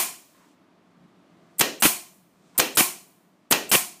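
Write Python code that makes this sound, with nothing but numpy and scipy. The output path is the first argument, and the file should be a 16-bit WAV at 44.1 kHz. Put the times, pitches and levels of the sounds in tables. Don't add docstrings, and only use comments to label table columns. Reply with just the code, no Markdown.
import sys
import numpy as np
from scipy import signal
from scipy.io import wavfile
from scipy.ndimage import uniform_filter1d

SR = 44100
rng = np.random.default_rng(int(sys.argv[2]) if len(sys.argv) > 2 else 0)


def write(x):
    x = np.atleast_2d(x).T
    wavfile.write(sys.argv[1], SR, np.round(np.clip(x, -1, 1) * 32767).astype(np.int16))


N = 4 * SR
BAND_EDGE_HZ = 15030
AIR_ATTACK_S, AIR_FADE_S = 0.001, 0.0015


def amp(db):
    return 10 ** (np.asarray(db) / 20)


def clock():
    return np.arange(-(SR // 4), N) / SR


def gain_curve(points):
    return amp(np.interp(clock(), *np.transpose(points)))


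def at_hz(points, hz):
    f, value = np.transpose(points)
    return np.interp(np.log(hz + 1), np.log(f + 1), value)


def colour(x, spectrum, size=4096):
    hz = np.minimum(abs(np.fft.fftfreq(size, 1 / SR)), BAND_EDGE_HZ)
    log_gain = np.log(amp(at_hz(spectrum, hz)))
    taps = np.fft.ifft(np.exp(np.conj(signal.hilbert(log_gain)))).real[:size // 2]
    return signal.oaconvolve(x, taps / np.linalg.norm(taps))[:len(x)]


def bandpass(x, hz, width_hz):
    return signal.lfilter(*signal.iirpeak(hz, hz / width_hz, SR), x)


def resonate(x, peaks):
    return x + sum(amp(db) * bandpass(x, hz, width_hz) for hz, width_hz, db in peaks)


def white():
    return rng.standard_normal(len(clock()))


def even_noise(size=512):
    x = white()
    for _ in range(3):
        bins = signal.stft(x, nperseg=size)[2]
        x = signal.istft(bins / (abs(bins) + 1e-12), nperseg=size)[1][:len(x)]
    return x / x.std()


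def burst(start_s, attack_s, hold_s, fade_s):
    t = clock() - start_s
    return np.clip(t / attack_s, 0, 1) * np.exp(-np.maximum(t - hold_s, 0) / fade_s)


# f/Hz, level/dB
AMBIENT_SPECTRUM = [(15, -71), (25, -52.5), (75, -32.5), (106, -15), (139, -18.5), (176, -3), (207, -10),
                    (293, -3.5), (501, -16.5), (655, -11), (769, -17), (1180, -16), (1420, -21),
                    (3630, -30), (15000, -49.5)]
HISS_SPECTRUM = [(100, -30.5), (1500, -2), (3500, 3.5), (8000, 2), (11000, -9), (15000, -10.5)]
# t/s, level/dB
AMBIENT_LEVELS = [(0, -65), (.6, -60.5), (1.05, -59.5), (1.5, -58), (2.2, -65), (2.5, -60), (3.2, -63),
                  (4, -63)]
HISS_LEVELS = [(0, -64), (.52, -70), (.65, -103), (1.25, -84.5), (1.55, -74.5), (2.33, -78), (2.47, -69),
               (2.6, -70.5), (3.3, -80.5), (4, -85.5)]
HUM_LEVELS = [(0, -71), (.9, -68), (1.04, -54.5), (1.15, -67), (1.35, -60), (1.6, -68.5), (2.5, -61.5),
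              (3.3, -70), (4, -71)]


def workshop():
    air = colour(white(), AMBIENT_SPECTRUM) * gain_curve(AMBIENT_LEVELS)
    hiss = colour(white(), HISS_SPECTRUM) * gain_curve(HISS_LEVELS)
    hum = bandpass(white(), hz=179, width_hz=22)
    return air + hiss + hum / hum.std() * gain_curve(HUM_LEVELS)


# f/Hz, T60/s
ROOM_DECAY = [(100, 0.61), (400, .55), (1000, 0.32), (2700, 0.37), (7000, 0.4), (10000, 0.33),
              (15000, 0.26)]


def room(envelope, spectrum, delay_s=0.0035, build_s=0.002, late_db=-25.5, late_t60_s=0.8):
    size, hop = 256, 64
    hz, _, bins = signal.stft(white(), SR, nperseg=size, noverlap=size - hop)
    power_in = uniform_filter1d(envelope ** 2, hop)[::hop]
    t = np.arange(SR // hop) * hop / SR
    early = amp(-60 * t / at_hz(ROOM_DECAY, hz)[:, None]) ** 2
    late = amp(late_db - 60 * t / late_t60_s) ** 2
    decay = np.clip((t - delay_s) / build_s, 0, 1) * (early + late)
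    decay /= decay.sum(1, keepdims=True)
    stored = signal.fftconvolve(power_in[None], decay, axes=1)[:, :bins.shape[1]]
    tail = signal.istft(bins * np.sqrt(abs(stored)), SR, nperseg=size, noverlap=size - hop)[1]
    return colour(tail[:len(envelope)], spectrum)


def bench(x, relative_db=-7, fade_s=0.007, low_cut_hz=2500):
    t = np.arange(SR // 32) / SR
    highpass = signal.butter(2, low_cut_hz, "high", fs=SR, output="sos")
    taps = signal.sosfilt(highpass, rng.standard_normal(len(t))) * np.exp(-t / fade_s)
    reflections = signal.oaconvolve(x, taps / np.linalg.norm(taps))[:len(x)]
    return (x + amp(relative_db) * reflections) / np.hypot(1, amp(relative_db))


# t/s, length/s, level/dB
SCRAPES = [(0.34, 0.11, -65), (2.544, 0.021, -56.5)]
# f/Hz, level/dB
SCRAPE_SPECTRUM = [(100, -7.5), (500, -0.5), (750, -2), (1100, 2), (2300, -3), (4000, -13.5), (6500, -19),
                   (7800, -9), (10000, -23.5), (15000, -24.5)]
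# f/Hz, width/Hz, level/dB
SCRAPE_PEAKS = [(1040, 70, 8.5), (1240, 80, -1.5)]


def scrapes(attack_s=0.008, fade_s=0.024):
    friction = sum(amp(db) * burst(s, attack_s, length_s, fade_s) for s, length_s, db in SCRAPES)
    return resonate(colour(white() * friction, SCRAPE_SPECTRUM), SCRAPE_PEAKS)


# t/s, length/s, level/dB
VALVE_LEAKS = [(1.5832, 0.0072, -25.5), (1.8, 0.014, -28), (2.578, .004, -23.5), (2.750, .012, -27.5),
               (3.505, 0.004, -24), (3.691, 0.014, -26.5)]
# f/Hz, level/dB
LEAK_SPECTRUM = [(100, -22.5), (1500, -19), (4000, -17), (6300, -20.5), (7600, 7), (9500, 0), (12000, -2.5),
                 (14500, 1)]


def valve_leak(swell_db=8):
    flow = 0
    for s, length_s, db in VALVE_LEAKS:
        progress = np.clip((clock() - s) / length_s, 0, 1)
        flow += amp(db + swell_db * (progress - 1)) * burst(s, AIR_ATTACK_S, length_s, AIR_FADE_S)
    return colour(flow * white(), LEAK_SPECTRUM)


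# t/s, length/s, rush level/dB, push level/dB
FILLS = [(1.5936, .002, -8.5, -50.5), (1.597, 0.0047, -12, -28), (2.578, 0.0062, -13, -43),
         (2.5848, 0.0051, -9, -24), (3.5099, 0.0072, -9.5, -19)]
# f/Hz, level/dB
RUSH_SPECTRUM = [(100, -28.5), (700, -20), (1800, -19), (3500, -12.5), (6000, -13), (9000, 0),
                 (11500, -4.5), (13500, 1), (14800, 1.5)]
PUSH_SPECTRUM = [(30, -21.5), (110, -19), (220, 1.5), (500, -4.5), (800, -11.5), (1800, -10), (4000, -18),
                 (15000, -45.5)]


def inrush(rush_room_db=-8, push_room_db=-7.5):
    rush = push = 0
    for s, length_s, rush_db, push_db in FILLS:
        flow = burst(s, AIR_ATTACK_S, length_s, AIR_FADE_S)
        rush += amp(rush_db) * flow
        push += amp(push_db) * flow
    direct = colour(rush * even_noise(), RUSH_SPECTRUM) + colour(push * even_noise(), PUSH_SPECTRUM)
    tail = amp(rush_room_db) * room(rush, RUSH_SPECTRUM) + amp(push_room_db) * room(push, PUSH_SPECTRUM)
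    return direct + tail


# t/s, level/dB
PISTON_KNOCKS = [(1.8529, -8), (1.857, -14.5), (1.8618, -13.5), (2.802, -24), (2.8072, -10),
                 (2.8118, -22.5), (3.745, -11), (3.751, -5), (3.7556, -15)]
# f/Hz, level/dB
KNOCK_SPECTRUM = [(25, -16), (80, -13.5), (160, 3), (330, 1.5), (700, -3.5), (1500, -9), (2600, -1),
                  (5000, -20.5), (15000, -27.5)]


def piston(attack_s=0.00043, hold_s=0.00069, fade_s=0.002):
    force = sum(amp(db) * burst(s, attack_s, hold_s, fade_s) for s, db in PISTON_KNOCKS)
    return colour(force * even_noise(), KNOCK_SPECTRUM)


# t/s, length/s, level/dB
BLASTS = [(-.062, 0.047, -14), (1.822, .045, -14.5), (2.7709, 0.036, -14), (3.7144, 0.041, -15)]
# f/Hz, level/dB
JET_SPECTRUM = [(30, -23.5), (100, -9.5), (230, 4), (450, -1), (1000, 1.5), (1600, 1.5), (2500, 1.5),
                (4000, -1), (6500, -5), (9300, -0.5), (11500, -2), (14500, -4.5)]
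SNAP_SPECTRUM = [(60, -15), (300, -3.5), (900, -1.5), (1500, 0), (3000, -7), (7000, -5), (10000, 1),
                 (14500, 5)]
JET_TAIL_SPECTRUM = [(60, -29), (200, -10.5), (280, -11.5), (370, -8), (500, -16.5), (620, -8), (720, -3.5),
                     (830, -5), (1000, 0), (1130, -2.5), (1200, -5.5), (1350, -3.5), (1600, -6.5),
                     (2300, -4.5), (3500, -6), (6500, -4.5), (9300, 0), (11500, -3.5), (14500, 0.5)]
# f/Hz, width/Hz, level/dB
JET_PEAKS = [(215, 46, -5), (360, 32, 1), (716, 54, 0), (1040, 35, 1), (1084, 25, -2), (1840, 19, -1),
             (2210, 220, -1), (2510, 150, 0), (3320, 45, -4), (3800, 41, -4), (4285, 85, -2.5),
             (9550, 200, -7.5)]


def exhaust(sag_db_per_s=35, snap_db=-17.5, room_db=-0.5):
    flow = opening = 0
    for s, length_s, db in BLASTS:
        sag_db = sag_db_per_s * np.maximum(clock() - s, 0)
        flow += amp(db - sag_db) * burst(s, AIR_ATTACK_S, length_s, fade_s=0.0053)
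        opening += amp(snap_db) * burst(s, AIR_ATTACK_S, hold_s=0.0042, fade_s=0.002)
    jet = colour(flow * white(), JET_SPECTRUM)
    snap = colour(opening * white(), SNAP_SPECTRUM)
    tail = resonate(room(flow, JET_TAIL_SPECTRUM), JET_PEAKS)
    return jet + snap + amp(room_db) * tail


# t/s, level/dB
DRIVER_BLOWS = [(1.608, -12.5), (1.6118, -10.5), (2.5949, -11.5), (2.599, -12), (3.5213, -12.5),
                (3.525, -10)]
# f/Hz, level/dB, T60/s
TOOL_MODES = [(413, -5, .4), (514, -7, .36), (1870, -3, .28), (2473, -6, .3), (2676, -5, .26),
              (2918, -14, .28), (3361, -2, .16), (4156, -10, .27), (5383, -14, .3), (5836, -14, .3)]
# f/Hz, level/dB
CRACK_SPECTRUM = [(25, -11), (70, -11), (150, 3), (400, -3.5), (900, 4.5), (2500, 3.5), (5000, -1),
                  (8000, -1), (11000, -7), (14500, -7.5)]
CRACK_TAIL_SPECTRUM = [(60, -29), (170, -7), (300, 6), (480, 4.5), (750, 1), (1400, -2), (2700, -1.5),
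                       (4500, -5.5), (7000, -8.5), (10000, -26.5), (14500, -27)]
# f/Hz, width/Hz, level/dB
CRACK_PEAKS = [(1880, 89, -2), (2500, 110, -5.5), (2660, 150, -5), (4120, 180, -7)]


def driver(attack_s=0.00047, hold_s=0.0028, fade_s=0.0025, ring_db=-31.5, room_db=-5.5):
    force = sum(amp(db) * burst(s, attack_s, hold_s, fade_s) for s, db in DRIVER_BLOWS)
    t = np.arange(SR // 2) / SR
    ring = sum(amp(db - 60 * t / t60_s) * np.sin(2 * np.pi * (hz * t + rng.random()))
               for hz, db, t60_s in TOOL_MODES)
    hardest_db = max(db for _, db in DRIVER_BLOWS)
    strikes = np.zeros(len(force))
    for s, db in DRIVER_BLOWS:
        strikes[np.searchsorted(clock(), s)] = amp(db - hardest_db)
    ringing = signal.fftconvolve(strikes, ring)[:len(force)]
    crack = colour(force * even_noise(), CRACK_SPECTRUM)
    tail = resonate(room(force, CRACK_TAIL_SPECTRUM), CRACK_PEAKS)
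    return crack + amp(ring_db) * ringing + amp(room_db) * tail


def scene():
    stapler = valve_leak() + inrush() + bench(driver() + exhaust()) + piston()
    return (stapler + workshop() + scrapes())[None, -N:]


def record(dry):
    limit_db, release_db_per_s = -4, 2496
    level_db = 20 * np.log10(abs(dry[0]) + 1e-9)
    release_db = np.arange(N) * release_db_per_s / SR
    peak_db = np.maximum.accumulate(level_db + release_db) - release_db
    over_db = np.maximum(peak_db - limit_db, 0)
    limited = dry * amp(-uniform_filter1d(over_db, size=16))
    lowpass = signal.firwin(801, BAND_EDGE_HZ, window=("kaiser", 8), fs=SR)
    return signal.oaconvolve(limited, lowpass[None], "same")


dry = scene()
out = record(dry)
write(out)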